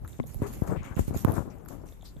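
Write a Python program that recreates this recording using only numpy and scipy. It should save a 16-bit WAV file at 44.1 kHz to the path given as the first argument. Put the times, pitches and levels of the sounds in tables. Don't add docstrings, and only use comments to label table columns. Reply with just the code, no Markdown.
import sys
import numpy as np
from scipy import signal
from scipy.fft import rfft, irfft
from scipy.io import wavfile
from scipy.ndimage import uniform_filter1d

SR = 44100
rng = np.random.default_rng(int(sys.argv[2]) if len(sys.argv) > 2 else 0)


def volts(x):
    e = np.asarray(x, float) / 20
    return 10 ** e


def wav_out(sig):
    wavfile.write(sys.argv[1], SR, np.round(np.clip(np.atleast_2d(sig).T, -1, 1) * 32767).astype(np.int16))


N = 97020


def evened(x):
    return x / np.sqrt(np.mean(x ** 2) + 1e-20)


def read(points, hz):
    f, value = np.transpose(points)
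    return np.interp(np.log(hz + 1), np.log(f + 1), value)


def add(mix, s, sound):
    part = mix[..., round(s * SR):][..., :sound.shape[-1]]
    part += sound[..., :part.shape[-1]]


def colour(x, points):
    hz = np.fft.rfftfreq(len(x), 1 / SR)
    return irfft(rfft(x) * volts(read(points, hz)), len(x))


def sides(pan_db):
    return volts(np.array([[pan_db / 2], [-pan_db / 2]]))


def ports(x):
    # hz, level_db
    left_colour = [(2000, -5.5), (3600, -13.5), (5200, -15.5), (7100, -3), (9400, -11.5), (11500, -9),
                   (14600, -13)]
    # hz, level_db
    right_colour = [(2000, -8), (3600, -11.5), (5200, -10), (7100, -6), (9400, -12), (12000, 1),
                    (14600, -13)]
    # hz, level_db
    treble_edge = [(14900, -45)]
    patch_db = 3.5
    left = colour(x[0], left_colour + treble_edge)
    right = colour(x[1], right_colour + treble_edge)
    z = signal.stft(np.array([left, right]), nperseg=256)[2]
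    patches = uniform_filter1d(rng.standard_normal(z.shape[1:]), size=6, axis=0)
    patches = evened(uniform_filter1d(patches, size=9, axis=1))
    return signal.istft(z * volts(patch_db * patches), nperseg=256)[1][:, :N]


def floor():
    # hz, level_db (per Hz)
    tone_spectrum = [(24, -8.5), (40, 10.5), (82, 0), (961, -26), (1780, -36), (4000, -46), (5200, -84),
                     (8800, -120)]
    tone_db, tone_pan_db, trickle_db, waver_db = -48, 5, -61.5, 1.5
    raw = rng.standard_normal((6, N))
    waver = volts(waver_db * evened(uniform_filter1d(raw[2:4], size=2500, axis=1)))
    tone = evened(np.array([colour(raw[0], tone_spectrum), colour(raw[1], tone_spectrum)]))
    trickle = ports(raw[4:])
    return waver * (volts(tone_db) * sides(tone_pan_db) * tone + volts(trickle_db) * trickle)


def swishes():
    # start_s, length_s, level_db, pitch_hz, left_right_db
    brushes = [
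        (0.048, 0.028, -53.5, 1270, 0),
        (0.425, 0.068, -55, 1770, 11),
        (0.84, 0.097, -53, 2200, 5),
        (0.96, 0.089, -58.5, 2640, -7),
        (0.76, .13, -56.5, 2260, 10.5),
        (1.5, .04, -64, 5600, 5),
        (1.5, 0.131, -67.5, 2200, 4),
        (2.052, 0.07, -57.5, 4400, 10),
    ]
    out = np.zeros((2, N))
    for s, length, db, hz, pan_db in brushes:
        t = np.arange(0, length, 1 / SR)
        peak = signal.iirpeak(hz, 2.25, SR)
        raw = rng.standard_normal((3, 6000))[:, :len(t)]
        hiss = raw[:2] + 0.18 * raw[2]
        hiss = evened(signal.lfilter(*peak, signal.lfilter(*peak, hiss)))
        swell = np.sin(np.pi * (t / length) ** 0.31)
        add(out, s, volts(db) * sides(pan_db) * swell * hiss)
    return out


def bathroom(x):
    # hz, t60_s
    tile_decay = [(3500, 0.47), (7000, 0.35), (13000, 0.24)]
    taps = rng.standard_normal((2, SR // 2)) * (np.arange(SR // 2) > 130)
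    hz, t, z = signal.stft(taps, SR, nperseg=256)
    fall = volts(-60 * t / read(tile_decay, hz)[:, None])
    tail = signal.istft(z * fall, SR, nperseg=256)[1]
    return signal.fftconvolve(x, tail / np.linalg.norm(tail[0]), axes=1)[:, :N]


def spatter():
    # start_s, length_s, level_db, left_right_db
    bursts = [(0.069, 0.16, -58, 4), (0.837, 0.11, -59.5, 9), (0.257, 0.17, -56, 3), (0.413, 0.068, -53, 6),
              (0.461, 0.093, -50.5, 2), (0.524, 0.19, -54.5, -0.5), (0.663, 0.12, -56, 6.5),
              (0.956, 0.06, -52, 3.5), (0.981, 0.095, -48.5, 4), (1.07, 0.032, -45, -5),
              (1.135, 0.09, -50, 7), (1.162, 0.1, -49, -4), (1.267, 0.13, -51, -3),
              (1.342, 0.097, -51.5, 5.5), (1.677, 0.099, -55.5, -0.5), (1.852, 0.11, -59.5, 3),
              (2.039, 0.063, -54, 1.5)]
    drops_per_s, drop_spread_db, fall_db, mist_db = 480, 0.5, -14.5, 2
    rise_s, end_s = 0.012, 0.0048
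    envelope = np.zeros((2, N))
    for s, length, db, pan_db in bursts:
        t = np.arange(0, length, 1 / SR)
        fade = np.clip(np.minimum(t / rise_s, (length - t) / end_s), 0, 1)
        add(envelope, s, sides(pan_db) * volts(db + fall_db * t / length) * fade)
    sizes = volts(drop_spread_db * np.minimum(rng.exponential(1, N), 4))
    drops = sizes * (rng.random(N) < drops_per_s / SR)
    drops = signal.lfilter([1], [1, -.9], drops) * rng.standard_normal((2, N))
    mist = rng.standard_normal((2, N))
    return ports(envelope * (evened(drops) + volts(mist_db) * mist)) * 2


def clicks():
    # start_s, peak_db, pitch_hz
    wet_clicks = [(0.0776, -36, 10860), (0.1303, -49, 3600), (0.2312, -51.5, 3540), (0.2708, -44, 6600),
                  (0.3445, -30.5, 11900), (0.4688, -44, 6740), (0.6752, -40, 6630), (0.8322, -42.5, 6600),
                  (0.9957, -32, 7100), (1.1738, -32.5, 6570), (1.3204, -27.5, 11700),
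                  (1.3399, -32.5, 10400), (1.6602, -41, 12100), (1.687, -37, 7250), (1.924, -51.5, 3570),
                  (2.0108, -51, 3570), (2.0248, -49, 3400), (2.055, -48.5, 4840), (2.167, -54, 3460),
                  (.0468, -46, 12700), (.0772, -51.5, 3780), (.1325, -48.5, 7500), (0.9962, -30.5, 12000),
                  (.24, -46.5, 11000), (.298, -50, 11200), (.337, -44, 10400), (.4234, -39, 10500),
                  (.5307, -42, 7200), (.607, -57, 12100), (.636, -41, 11200), (.8609, -53, 3260),
                  (.9542, -43.5, 6700), (.9727, -44, 12100), (1.0794, -52, 11100), (1.5848, -55, 7250),
                  (1.651, -45, 12200), (1.6851, -37, 11300), (1.8687, -51, 5900), (1.888, -49, 5600),
                  (.9462, -48, 6830), (1.935, -49, 12400), (2.023, -49, 7200)]
    cycles, gain_db, tick_db, tick_s = 4.5, 3.5, -20, 0.0008
    right_above_hz = 9500
    out = np.zeros((2, N))
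    for s, db, hz in wet_clicks:
        u = np.arange(0, 4 * cycles / hz, 1 / SR) * hz
        ring = np.sin(2 * np.pi * u * (1 + 0.0013 * u))
        bubble = np.minimum(u / 2, 1) * np.exp(-u / cycles) * ring
        n = min(len(u), 300)
        bubble[:n] += volts(tick_db) * rng.standard_normal(n) * np.exp(-np.arange(n) / (tick_s * SR))
        pan_db = np.clip((right_above_hz - hz) / 600, -5, 1)
        add(out, s, volts(db + gain_db) * sides(pan_db) * bubble)
    return out


def plops():
    # start_s, peak_db, pitch_hz, left_right_db; at 1.2487 s the case rings on the left with the snap
    dull_plops = [(0.049, -40.5, 1320, 6), (0.0784, -49, 1660, 5), (0.2391, -39.5, 543, 4),
                  (0.3459, -43, 573, 16), (0.678, -38.5, 1460, 4), (.9735, -38.5, 1470, 6),
                  (1.1455, -31.5, 636, 12.5), (1.2487, -27, 950, 18), (1.577, -51, 716, 12),
                  (1.6606, -43, 1350, 8), (1.6862, -45.5, 1370, 11), (1.709, -46.5, 770, 16),
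                  (1.8424, -42.5, 527, -1), (1.89, -53, 2600, 4), (1.923, -46.5, 530, -3),
                  (2.0301, -45.5, 710, 4), (2.1645, -44.5, 487, -7)]
    cycles = 0.64
    out = np.zeros((2, N))
    for s, db, hz, pan_db in dull_plops:
        u = np.arange(0, 8 * cycles / hz, 1 / SR) * hz
        swell = u / cycles * np.exp(1 - u / cycles)
        add(out, s, volts(db) * sides(pan_db) * swell * np.sin(2 * np.pi * u))
    return out


def squeaks():
    # start_s, length_s, level_db, from_hz, to_hz
    slides = [
        (0.427, .05, -31, 362.6, 447),
        (0.427, 0.0403, -40.5, 962, 1283),
    ]
    out = np.zeros((2, N))
    for s, length, db, from_hz, to_hz in slides:
        u = np.arange(0, length, 1 / SR) / length
        wobble = evened(uniform_filter1d(rng.standard_normal(3000), size=150))[:len(u)]
        hz = (from_hz + (to_hz - from_hz) * u) * (1 + .06 * wobble)
        turns = np.cumsum(hz) / SR
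        add(out[0], s, volts(db) * np.sqrt(np.sin(np.pi * u)) * np.sin(2 * np.pi * turns))
    return out


def case_taps():
    # start_s, peak_db
    case_knocks = [
        (0.1997, -19.5),
        (0.237, -35.5),
        (0.9938, -21),
    ]
    # hz, level_db, t60_s
    case_modes = [(233, -3.5, 0.13), (1080, -11.5, 0.026), (2098, -11.5, 0.011)]
    out, t = np.zeros((2, N)), np.arange(6000) / SR
    ring = sum(volts(db - 60 * t / t60) * np.sin(2 * np.pi * hz * t) for hz, db, t60 in case_modes)
    for s, db in case_knocks:
        add(out, s, volts(db) * np.array([[-1], [.3]]) * ring)
    return out


def crack():
    start_s, peak_db, cavity_hz, left_db = 1.2485, -13, 12400, -24
    out, u = np.zeros((2, N)), np.arange(60) / SR * cavity_hz
    ring = np.exp(-u / 2.5) * -np.cos(2 * np.pi * u)
    add(out, start_s, volts(peak_db) * volts([[left_db], [0]]) * ring)
    return out


def drags(table):
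    edge_s, lumps_db, lump_s, skin_hz, skin_bump_db = 0.021, 2, 0.0051, 1650, 3.5
    out, raw = np.zeros(N), rng.standard_normal((2, N + SR))
    lump = round(lump_s * SR)
    lumps = evened(uniform_filter1d(uniform_filter1d(raw[1], lump), lump))
    skin = signal.cheby1(2, skin_bump_db, skin_hz, fs=SR)
    slips = signal.lfilter(*skin, raw[0] * volts(lumps_db * lumps))
    for s, length, db, speed in table:
        t = np.arange(-edge_s / 2, length + edge_s, 1 / SR)
        start = max(s + t[0], 0)
        part = slips[round(start * SR):][:len(t)]
        r = np.exp(-2 * np.pi * speed / SR)
        body = evened(signal.lfilter([1], [1, -r], signal.lfilter([1], [1, -r], part)))
        shape = np.clip(np.minimum(t - t[0], (t[-1] - t) / 2) / edge_s, 0, 1)
        add(out, start, volts(db) * np.sin(np.pi / 2 * shape) ** 2 * body)
    return out


def rubbing():
    # start_s, length_s, level_db, corner_hz
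    left_drags = [(0, 0.058, -35, 57), (.19, 0.09, -42.5, 110), (.42, 0.056, -36.5, 670),
                  (.48, 0.12, -41.5, 325), (.625, 0.089, -36.5, 530), (.695, 0.031, -27.5, 250),
                  (.712, 0.043, -28.5, 460), (.75, 0.027, -36, 530), (.785, 0.033, -39.5, 190),
                  (.82, 0.13, -45, 2300), (.975, 0.019, -26.5, 490), (1.01, 0.061, -39, 113),
                  (1.08, 0.093, -33, 200), (1.14, 0.16, -34.5, 142), (1.265, 0.046, -26, 410),
                  (1.305, 0.024, -36, 570), (1.335, 0.027, -30, 480), (1.362, 0.043, -27.5, 470),
                  (1.41, .025, -34, 330), (1.45, 0.068, -34.5, 216), (1.52, 0.23, -45, 297),
                  (1.705, 0.058, -37, 224), (1.765, 0.064, -42, 250), (1.835, 0.037, -38, 226),
                  (1.95, 0.17, -52.5, 73), (2.15, 0.073, -35.5, 46)]
    # start_s, length_s, level_db, corner_hz
    right_drags = [(0, 0.16, -42, 97), (.23, 0.2, -37, 101), (.43, 0.041, -37.5, 210),
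                   (.48, 0.21, -38.5, 153), (.68, 0.06, -28, 74), (.75, 0.087, -32, 87),
                   (.85, 0.17, -41, 150), (.97, 0.079, -34.5, 94), (1.08, 0.053, -34, 135),
                   (1.3, 0.053, -35, 240), (1.355, 0.053, -52, 1300), (1.46, 0.066, -48, 160),
                   (1.83, 0.084, -55, 340), (2.155, 0.042, -50, 76)]
    leak_db = -36
    rub = np.array([drags(left_drags), drags(right_drags)])
    return rub + volts(leak_db) * rub[::-1]


def knocks(table):
    out = np.zeros(N)
    for s, db, rise_ms in table:
        u = np.arange(0, 12 * rise_ms / 1000, 1 / SR) * 1000 / rise_ms
        add(out, s, volts(db) * (u * np.exp(1 - u)) ** 2)
    return out


def pumping():
    # start_s, peak_db, rise_ms
    left_pushes = [(.192, -20, 0.79), (.1998, -12, 0.75), (.4205, -20.5, 0.57), (.6205, -6.5, 1.24),
                   (.9932, -6.5, 0.75), (1.001, -4, 6.9), (1.109, -13.5, 1.08), (.693, -20, 1.8),
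                   (.722, -12.5, 1.1), (.762, -19, 4.2), (1.2822, -14, 0.68), (1.334, -22, .8),
                   (1.383, -13.5, 1.1)]
    # start_s, peak_db, rise_ms
    left_pulls = [(.4192, -12, 0.75), (.4262, -16, 1.24), (.91, -17.5, 3.6), (1.0798, -22.5, 0.71),
                  (.6895, -20, 1.8), (.7268, -20, 0.75), (.7675, -23.5, 1.36), (.773, -15.5, 3.1),
                  (.808, -20.5, 2.2), (1.2765, -11.5, 1.24), (1.2843, -13, 0.62), (1.2957, -9, 1.15),
                  (1.3405, -17, 1.3), (1.3797, -14, 0.73), (1.392, -14.5, 0.78), (1.4062, -16.5, 1)]
    # start_s, peak_db, rise_ms
    right_pushes = [
        (.4, -20.5, 2.3),
        (.4203, -12, 1.6),
        (.967, -12.5, 1.55),
        (1.0798, -15, 1.5),
        (1.158, -27, 0.6),
        (1.472, -29.5, 1.2),
        (2.165, -29, 1.54),
    ]
    # start_s, peak_db, rise_ms
    right_pulls = [
        (.2, -15, 1.4),
        (.359, -7.5, 9.2),
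        (.9933, -18, 0.42),
        (1.162, -12.5, 1.4),
        (1.3055, -34, 0.93),
        (1.321, -20, 0.82),
        (1.3303, -18, 0.62),
    ]
    # start_s, peak_db, rise_ms
    snap_out = [
        (1.2483, -5, 0.38),
    ]
    # start_s, peak_db, rise_ms
    snap_in = [
        (1.2494, -4.5, 1.46),
    ]
    left = knocks(left_pushes) - knocks(left_pulls)
    right = knocks(right_pushes + snap_in) - knocks(right_pulls + snap_out)
    return np.array([left, right])


def vent(x):
    leak_hz = (84.2, 27)
    leak_q = (0.96, 1)
    for hz, q in zip(leak_hz, leak_q):
        w = 2 * np.pi * hz / SR
        c, a = np.cos(w), np.sin(w) / (2 * q)
        x = signal.lfilter([(1 + c) / 2, -1 - c, (1 + c) / 2], [1 + a, -2 * c, 1 - a], x)
    return x


def scene():
    room_db = -6
    water = clicks() + spatter()
    basin = water + volts(room_db) * bathroom(water) + plops()
    fingers = vent(pumping() + rubbing()) + squeaks() + case_taps() + crack()
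    return floor() + swishes() + basin + fingers


def roll_off(x):
    return signal.sosfilt(signal.butter(12, 15810, fs=SR, output="sos"), x)


def record(dry):
    lowpass = signal.firwin(255, 15700, fs=SR)
    limited = signal.oaconvolve(dry, lowpass[None], "same", axes=1)
    return roll_off(limited)


dry = scene()
out = record(dry)
wav_out(out)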